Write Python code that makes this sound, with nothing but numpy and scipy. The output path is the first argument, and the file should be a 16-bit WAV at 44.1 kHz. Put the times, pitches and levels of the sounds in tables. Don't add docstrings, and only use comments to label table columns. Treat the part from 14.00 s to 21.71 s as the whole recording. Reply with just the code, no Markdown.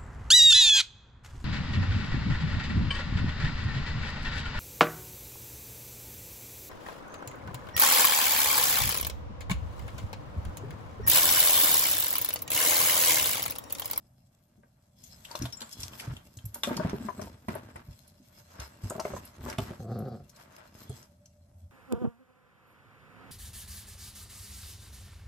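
import sys
import numpy as np
from scipy import signal
from scipy.fft import rfft, irfft, next_fast_len
from scipy.io import wavfile
from scipy.ndimage import uniform_filter1d, map_coordinates

SR = 44100
rng = np.random.default_rng(int(sys.argv[2]) if len(sys.argv) > 2 else 0)


def put_to_file(sound):
    columns = np.atleast_2d(sound).T
    safe = np.clip(columns, -1, 1)
    whole_steps = np.round(safe * 32767)
    wavfile.write(sys.argv[1], SR, whole_steps.astype(np.int16))


N = 340011
T = np.arange(N) / SR

# (frequency [Hz], level [dB])
YARD_SPECTRUM = [(18, -18), (30, -2), (130, 2.5), (223, -3.5), (435, -35), (592, -12.5), (1160, -33),
                 (3870, -45.5), (4400, -47), (5410, -38.5), (12300, -36.5), (14000, -69.5)]
YARD_DB = -62
# (frequency [Hz], width of each of two filter passes [Hz])
HUM_LINES = [(86, 12), (587, 30)]
# (time [s], low line level [dB], high line level [dB])
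HUM_LEVELS = [(0, -84, -90), (3.3, -59.5, -82), (4.2, -68, -74.5), (6.901, -68, -75), (7.301, -61, -71),
              (7.71, -51, -77)]
# (time [s], pitch before jitter and bend [Hz], level [dB])
GROWL_CONTOUR = [(5.791, 118, -43.5), (5.859, 120.3, -42.5), (5.89, 123.6, -33), (5.959, 123.5, -33),
                 (6.082, 122, -37), (6.15, 119, -40), (6.179, 121.5, -46), (6.27, 110.8, -61)]
# (frequency [Hz], width per pass [Hz], relative level [dB])
THROAT_MODES = [(117, 87, 1.5), (214, 81, -3), (369, 69, -9), (502, 110, -6.5), (720, 90, -9),
                (1250, 400, -18.5)]
# (frequency [Hz], relative level [dB], t60 [s])
DECK_MODES = [(67, 5, 0.34), (98.469, 6, 0.21), (125.9, 5.5, 0.15), (194.2, 2.5, 0.07662), (230.6, 0, 0.13),
              (398, -.5, 0.1308), (527, -5, 0.086), (630, 4, 0.08), (719.47, -2, 0.07), (922, 2, 0.07696),
              (1074, 2.5, 0.042), (1344, -0.5, 0.06), (1517, -3.5, 0.06)]
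# (frequency [Hz], level [dB])
SCRAPE_SPECTRUM = [(880, -46), (1500, -19), (3640, -12), (5250, -9), (6510, -12.5), (7280, -9.5),
                   (9910, -19.5), (12500, -8.5), (13400, -17), (14000, -54.5)]
# (time of full force [s], build-up over 20 dB [s], fade by 20 dB [s],
#  claw scrape level [dB], board rasp level [dB], deck rumble level [dB])
DRAGS_TABLE = [(1.05, 0.1, 0.4, -57, -83, -80), (1.255, 0.14, 0.9918, -58, -58.5, -73.5),
               (1.439, .25, 0.17, -52, -53, -56), (1.63, 0.1, .2, -55.5, -54, -63),
               (1.822, 0.16, 0.14, -45.5, -58, -45.5), (1.999, .12, 0.21, -47, -47, -52),
               (2.118, 0.4, 0.13, -62.5, -56, -47.5), (2.459, -0.02, .07, -49, -52.5, -38.5),
               (2.55, .012, .07, -46, -50, -42), (2.642, .011, .25, -47, -39, -46),
               (2.82, 0.15, .35, -58, -47, -40), (3.02, 0.16, .33, -62, -52, -42),
               (3.221, 0.1, 0.1, -49, -56, -39), (3.489, .008, .22, -56, -44, -40),
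               (3.762, .008, .17, -70, -55, -53), (3.93, .15, 0.4844, -64, -69, -75),
               (4.4, .15, .1, -58, -62.5, -69), (4.614, 0.15, 0.16, -50.5, -47.5, -55),
               (4.9, .2, 0.26, -58, -54.5, -48), (5.06, 0.22, .4, -51, -48, -45),
               (5.45, 0.08, 0.21, -51.5, -51.5, -43.5), (5.5, 0.1, 0.12, -56, -46, -48),
               (5.589, .008, .24, -51.5, -46, -38), (6.4, .08, 0.12, -55.5, -54, -76),
               (6.589, 0.23, 0.17, -66, -53.5, -72), (6.809, 0.2, 0.11, -55, -58, -57),
               (6.997, 0.53, 0.11, -59.5, -55, -54.5)]
# (time [s], level before the mix offsets [dB])
FIDGET_LEVELS = [(0, -79.5), (.95, -80), (1.3, -71), (2.3, -67.5), (3.4, -68), (4.15, -74), (5.3, -68),
                 (6.9, -72.5), (7.1, -78.5), (7.71, -83)]
# scrape, rasp, rumble [dB]
FIDGET_OFFSETS_DB = [0.5, -3, 4.5]
# (time [s], peak level [dB], frequency the board favours [Hz])
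PAD_THUDS = [(0.577, -51, 235.7), (1.398, -32, 96), (1.416, -22.5, 189), (1.44, -31, 130),
             (1.612, -42.5, 201), (1.79, -35, 97.91), (1.832, -35, 102.3), (2.075, -29, 146),
             (2.101, -26.5, 116.2), (2.369, -37.5, 148.4), (2.442, -29, 89.62), (2.673, -26, 236.9),
             (2.708, -24.5, 270), (2.762, -28, 240), (2.79, -23, 240), (2.848, -18.5, 211),
             (2.931, -24, 223.1), (3.004, -29.5, 230), (3.048, -30, 236.4), (3.183, -32.5, 257.1),
             (3.483, -25, 232.4), (3.756, -41, 115.5), (3.884, -33.5, 93.2), (4.2, -48, 200),
             (4.592, -34.5, 74.76), (4.835, -27, 88.45), (5.119, -35, 81.27), (5.4, -37.5, 67.82),
             (5.455, -35.5, 205.8), (5.584, -23.5, 110), (5.795, -33.5, 110.3), (6.219, -40.5, 111.8),
             (6.895, -28, 130)]
# (time [s], peak level [dB], frequency the board favours [Hz])
HARD_KNOCKS = [(0.634, -48.5, 930), (1.31, -38, 997.6), (1.352, -23.5, 770), (1.454, -31, 1060),
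               (1.615, -38.5, 1295), (2.557, -35, 884), (2.634, -24.5, 1200), (2.674, -22, 586.1),
               (2.694, -27, 1000), (2.708, -23.5, 620), (2.776, -25.5, 610), (2.798, -21, 595),
               (2.834, -29, 650), (2.849, -25.5, 596), (2.932, -22, 375.2), (3.086, -21, 610),
               (3.194, -26.5, 615.5), (3.219, -30, 617.3), (3.271, -37.5, 580), (3.484, -22, 736),
               (3.554, -26, 690), (3.758, -33.5, 717.9), (4.907, -22.5, 540.8), (4.955, -27, 390),
               (4.981, -28, 420), (4.996, -19.5, 790), (5.052, -20, 617), (5.104, -29, 361.8),
               (5.136, -23, 352.7), (5.165, -30.5, 990), (5.392, -41, 425.6), (5.462, -27.5, 600),
               (5.482, -30.5, 950), (5.526, -33, 900), (5.586, -17.5, 405), (5.706, -27, 350),
               (6.901, -34.5, 330)]
# (time [s], peak level [dB], frequency of the horny ring [Hz])
CLAW_TICKS = [(1.038, -35, 6900), (1.249, -30.5, 2970), (1.311, -29, 4870), (1.3527, -23.5, 4722),
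              (1.421, -26.5, 5684), (1.4538, -26.5, 3633), (1.524, -31.5, 5650), (1.605, -30.5, 4350),
              (1.6172, -29.5, 4280), (1.727, -31.5, 7500), (1.8015, -29, 6520), (1.831, -22, 5350),
              (1.932, -36, 3178), (1.9965, -25, 2300), (2.166, -34, 3269), (2.3694, -35, 6300),
              (2.387, -39, 3320), (2.4533, -26, 13000), (2.5427, -20, 12450), (2.6333, -13.5, 3540),
              (2.7664, -23.5, 4770), (2.8942, -32.5, 5308), (3.214, -32.5, 5604), (3.483, -28.5, 1950),
              (3.55, -32, 11300), (3.7588, -38.5, 1891), (4.0769, -41.5, 11700), (4.598, -29.5, 5100),
              (4.898, -22.5, 7400), (4.9975, -27.5, 5289), (5.0504, -33.5, 2100), (5.251, -33, 12000),
              (5.498, -30, 5793), (5.526, -33, 2000), (5.5827, -24, 3000), (5.9879, -39, 11920),
              (6.2937, -42.5, 6110), (6.3617, -45, 5048), (6.894, -35.5, 8420), (7.026, -43.5, 5870),
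              (7.2565, -43.5, 6000)]
# (time [s], peak level [dB], lower mode frequency [Hz])
TAG_CLINKS = [(1.5282, -33, 5420), (1.5699, -36, 7250), (1.6175, -34, 7220), (1.727, -36, 5210)]
# (frequency [Hz], relative level [dB], t60 [s])
TUBE_MODES = [(1130, -5, .08), (1960, -6, .06), (2445, -6, .09), (3526, 0, .14), (3590, -6, .1),
              (5430, -9, .03)]
# (time [s], peak level [dB])
TUBE_PINGS = [(2.634, -23), (2.643, -25)]
# (time [s], left port lag [samples], left minus right treble [dB])
DOG_BEARING = [(0, 2, 2), (1.2, 2.5, 4), (2.2, 5, 1.5), (2.6, -3, 2), (4.3, -5, 1.5), (5.2, 1, 0.5),
               (6.3, -1, 2.5), (7.71, -2, 1)]

TAG_T60_S = 0.08
TUBE_HELD_S = 0.03
TOP_HZ = 14379
PORTS = np.array([[1], [-1]])


def undb(db):
    return 10 ** (np.asarray(db) / 20)


def unit(x):
    return x / np.sqrt(np.mean(x ** 2))


def curves(table):
    s, *columns = np.transpose(table)
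    return [np.interp(T, s, column) for column in columns]


def band(x, hz, width_hz):
    return signal.lfilter(*signal.iirpeak(hz, hz / width_hz, SR), x)


def double_band(x, hz, width_hz):
    return band(band(x, hz, width_hz), hz, width_hz)


def colour(x, spectrum):
    size = next_fast_len(N)
    hz, db = np.transpose(spectrum)
    bins_hz = np.maximum(np.arange(size // 2 + 1) * SR / size, 1)
    gain = undb(np.interp(np.log(bins_hz), np.log(hz), db))
    return irfft(rfft(x, size) * gain, size)[..., :N]


def walk(rate_hz):
    hold = int(SR / rate_hz)
    steps = np.repeat(rng.standard_normal(N // hold + 1), hold)
    return unit(uniform_filter1d(uniform_filter1d(steps, hold), hold)[:N])


def ring(modes, detune, rise_s):
    hz, db, t60_s = np.transpose(modes)[:, :, None]
    t = T[:SR // 5]
    tones = np.sin(2 * np.pi * hz * (1 + 0.047805 * detune) * t)
    x = np.sum(undb(db - 60 * t / t60_s) * tones, axis=0) * (1 - np.exp(-t / rise_s))
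    return x / np.max(np.abs(x))


def add(out, s, x, peak_db):
    t = T[:SR // 100]
    noise = rng.standard_normal((2, len(t)))
    paths = signal.lfilter(*signal.butter(2, 450, "high", fs=SR), noise) * undb(-60 * t / 0.012)
    paths = 1.07 * paths / np.sqrt(np.sum(paths ** 2, axis=1, keepdims=True))
    paths[:, 0] += 1
    i = int(s * SR)
    both = signal.fftconvolve(x[None], paths, axes=1)[:, :N - i]
    out[:, i:i + both.shape[1]] += both * undb(peak_db) / np.max(np.abs(both))


def yard():
    mid, side = (colour(rng.standard_normal(N), YARD_SPECTRUM) for _ in range(2))
    side = side - uniform_filter1d(side, size=60)
    return unit(mid + side * PORTS) * undb(YARD_DB + 2 * walk(5.75))


def motor():
    hum = np.zeros(N)
    for (hz, width_hz), db in zip(HUM_LINES, curves(HUM_LEVELS)):
        hum += undb(db) * unit(double_band(rng.standard_normal(N), hz, width_hz))
    return hum


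def fence(x, t60_s=0.25, wet_db=-9):
    t = T[:SR // 2]
    tail = rng.standard_normal((2, len(t))) * undb(-60 * t / t60_s) * (t > 0.002)
    tail = signal.lfilter(*signal.butter(1, 500, "high", fs=SR), tail)
    tail = tail / np.sqrt(np.sum(tail ** 2, axis=1, keepdims=True))
    return undb(wet_db) * signal.fftconvolve(x[None], tail, axes=1)[:, :N]


def growl(breath=0.85, rasp_db=-33, jitter=0.1, scatter_db=4.0):
    hz, level_db = curves(GROWL_CONTOUR)
    start_s, end_s = GROWL_CONTOUR[0][0], GROWL_CONTOUR[-1][0]
    phase = np.cumsum(hz * (1 + jitter * walk(100))) / SR
    pulses = np.diff(np.floor(phase), prepend=0) * undb(scatter_db * walk(140))
    puffs = np.exp(-(phase % 1) / 0.69) * rng.standard_normal(N)
    source = unit(pulses) + breath * puffs
    voice = np.zeros(N)
    for k, (mode_hz, width_hz, db) in enumerate(THROAT_MODES):
        voice += (-1) ** k * undb(db) * unit(double_band(source, mode_hz, width_hz))
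    bend = np.cumsum(0.035 * walk(25))
    moments = np.arange(N) + bend - bend[int(start_s * SR)]
    voice = map_coordinates(voice, [moments], order=1, mode="mirror")
    teeth_air = unit(double_band(rng.standard_normal(N), 4400, 1500))
    voice = unit(voice) + undb(rasp_db + 2.2 * walk(60)) * teeth_air
    on = np.clip(np.minimum(T - start_s, end_s - T) / 0.01186, 0, 1)
    steady = voice / np.sqrt(uniform_filter1d(voice ** 2, size=SR // 14))
    return on * undb(level_db) * steady


def grit(rate_hz, scatter_db):
    clicks = (rng.random(N) < rate_hz / SR) * rng.standard_normal(N)
    clicks = clicks * undb(scatter_db * rng.exponential(size=N))
    return unit(clicks * (1 + 1.046 * rng.standard_normal(N) * PORTS))


def drag_gains():
    power = undb(curves(FIDGET_LEVELS)[0] + np.array(FIDGET_OFFSETS_DB)[:, None]) ** 2
    for s, rise_s, fade_s, *db in DRAGS_TABLE:
        span = slice(int((s - 3 * rise_s) * SR), int((s + 3 * fade_s) * SR))
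        t = T[span] - s
        drop_db = 20 * np.maximum(-t / rise_s, t / fade_s)
        power[:, span] += undb(np.array(db)[:, None] - drop_db) ** 2
    return np.sqrt(power)


def claw_scrape():
    hiss = colour(grit(6000, 2.0) + 0.5 * grit(400, 3.0), SCRAPE_SPECTRUM)
    squeaks = sum(undb(6.0 * walk(30)) * band(hiss, hz, hz / 30)
                  for hz in np.geomspace(2200, 12000, num=9))
    return unit(unit(hiss) + 0.9 * unit(squeaks))


def board_rasp():
    slips = grit(5000, 1.2)
    rasp = 0.45 * band(slips, 1610, 1800)
    for hz, db, t60_s in DECK_MODES:
        if hz > 330:
            rasp += undb(db) * band(slips, hz, 10.303 / t60_s)
    return unit(band(rasp, 620, 2000))


def deck_rumble():
    shoves = grit(400, 1.5).mean(axis=0)
    return unit(sum(undb(db) * band(shoves, hz, 2.5 / t60_s)
                    for hz, db, t60_s in DECK_MODES if hz < 330))


def scuffle():
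    jerk_db = 3.0 * np.array([walk(50), walk(40), walk(25)])
    gain = drag_gains() * undb(jerk_db)
    return gain[0] * claw_scrape() + gain[1] * board_rasp() + gain[2] * deck_rumble()


def tags(out):
    for s, db, hz in TAG_CLINKS:
        modes = [(hz, 0, TAG_T60_S), (1.03 * hz, -6, TAG_T60_S / 2)]
        add(out, s, ring(modes, np.zeros((1, 1)), 0.001), db)


def tube(out):
    for s, db in TUBE_PINGS:
        ping = ring(TUBE_MODES, np.zeros((1, 1)), 0.0004)
        choke = np.clip((T[:len(ping)] - TUBE_HELD_S) / 0.01, 0, 1)
        add(out, s, ping * undb(-26 * choke), db)


def claws(out):
    t = T[:SR // 10]
    shape = (1 - np.exp(-t / 0.0009)) * (undb(-60 * t / 0.033) + undb(-17 - 60 * t / 0.09))
    for s, db, hz in CLAW_TICKS:
        grain_db = rng.exponential(size=len(t) // 40 + 1).repeat(40)[:len(t)]
        noise = rng.standard_normal(len(t)) * undb(grain_db)
        tick = (unit(noise) * 0.86 + unit(band(noise, hz, hz / 5))) * shape
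        if hz > 6000:
            tick = np.diff(tick, prepend=0)
        else:
            tick = tick - uniform_filter1d(tick, size=24)
        add(out, s, tick, db)


def boards(hz, spread_oct, stretch, rise_s, rattle_db, rattle_s):
    modes = np.array(DECK_MODES)
    modes[:, 1] -= 6 * (np.log2(modes[:, 0] / hz) / spread_oct) ** 2
    modes[:, 1] += 3 * rng.standard_normal(len(modes))
    modes[:, 2] *= stretch
    t = T[:SR // 8]
    bounces = (rng.random(len(t)) < 400 / SR) * rng.standard_normal(len(t))
    contact = bounces * undb(rattle_db - 60 * t / rattle_s)
    contact[0] = 1
    return signal.fftconvolve(ring(modes, rng.standard_normal((len(modes), 1)), rise_s), contact)


def knocks(out):
    for s, db, hz in HARD_KNOCKS:
        add(out, s, boards(hz, 0.85, 0.5, 0.00041, -7, 0.11), db)


def thuds(out):
    for s, db, hz in PAD_THUDS:
        add(out, s, boards(hz, 0.52, 0.68, 0.0031, -8, 0.12), db)


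def blows():
    out = np.zeros((2, N))
    for source in (tags, tube, claws, knocks, thuds):
        source(out)
    return out


def bearing(dogs):
    lag, pan_db = curves(DOG_BEARING)
    bass = signal.lfilter(*signal.butter(1, 900, fs=SR), dogs)
    ports = []
    for low, full, side in zip(bass, dogs, (1, -1)):
        shaded = low + (full - low) * undb(side * pan_db / 2)
        ports.append(map_coordinates(shaded, [np.arange(N) - side * lag / 2], order=3))
    return np.array(ports)


def scene():
    dogs = growl() + scuffle() + blows()
    return bearing(dogs) + fence(dogs.mean(axis=0)) + yard() + motor()


def record(dry):
    x = signal.sosfilt(signal.cheby1(8, 0.5, 13000, fs=SR, output="sos"), dry)
    x = signal.sosfilt(signal.butter(2, 45, "high", fs=SR, output="sos"), x)
    return signal.sosfilt(signal.ellip(8, 0.2, 60, TOP_HZ, fs=SR, output="sos"), x)


dry = scene()
out = record(dry)
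put_to_file(out)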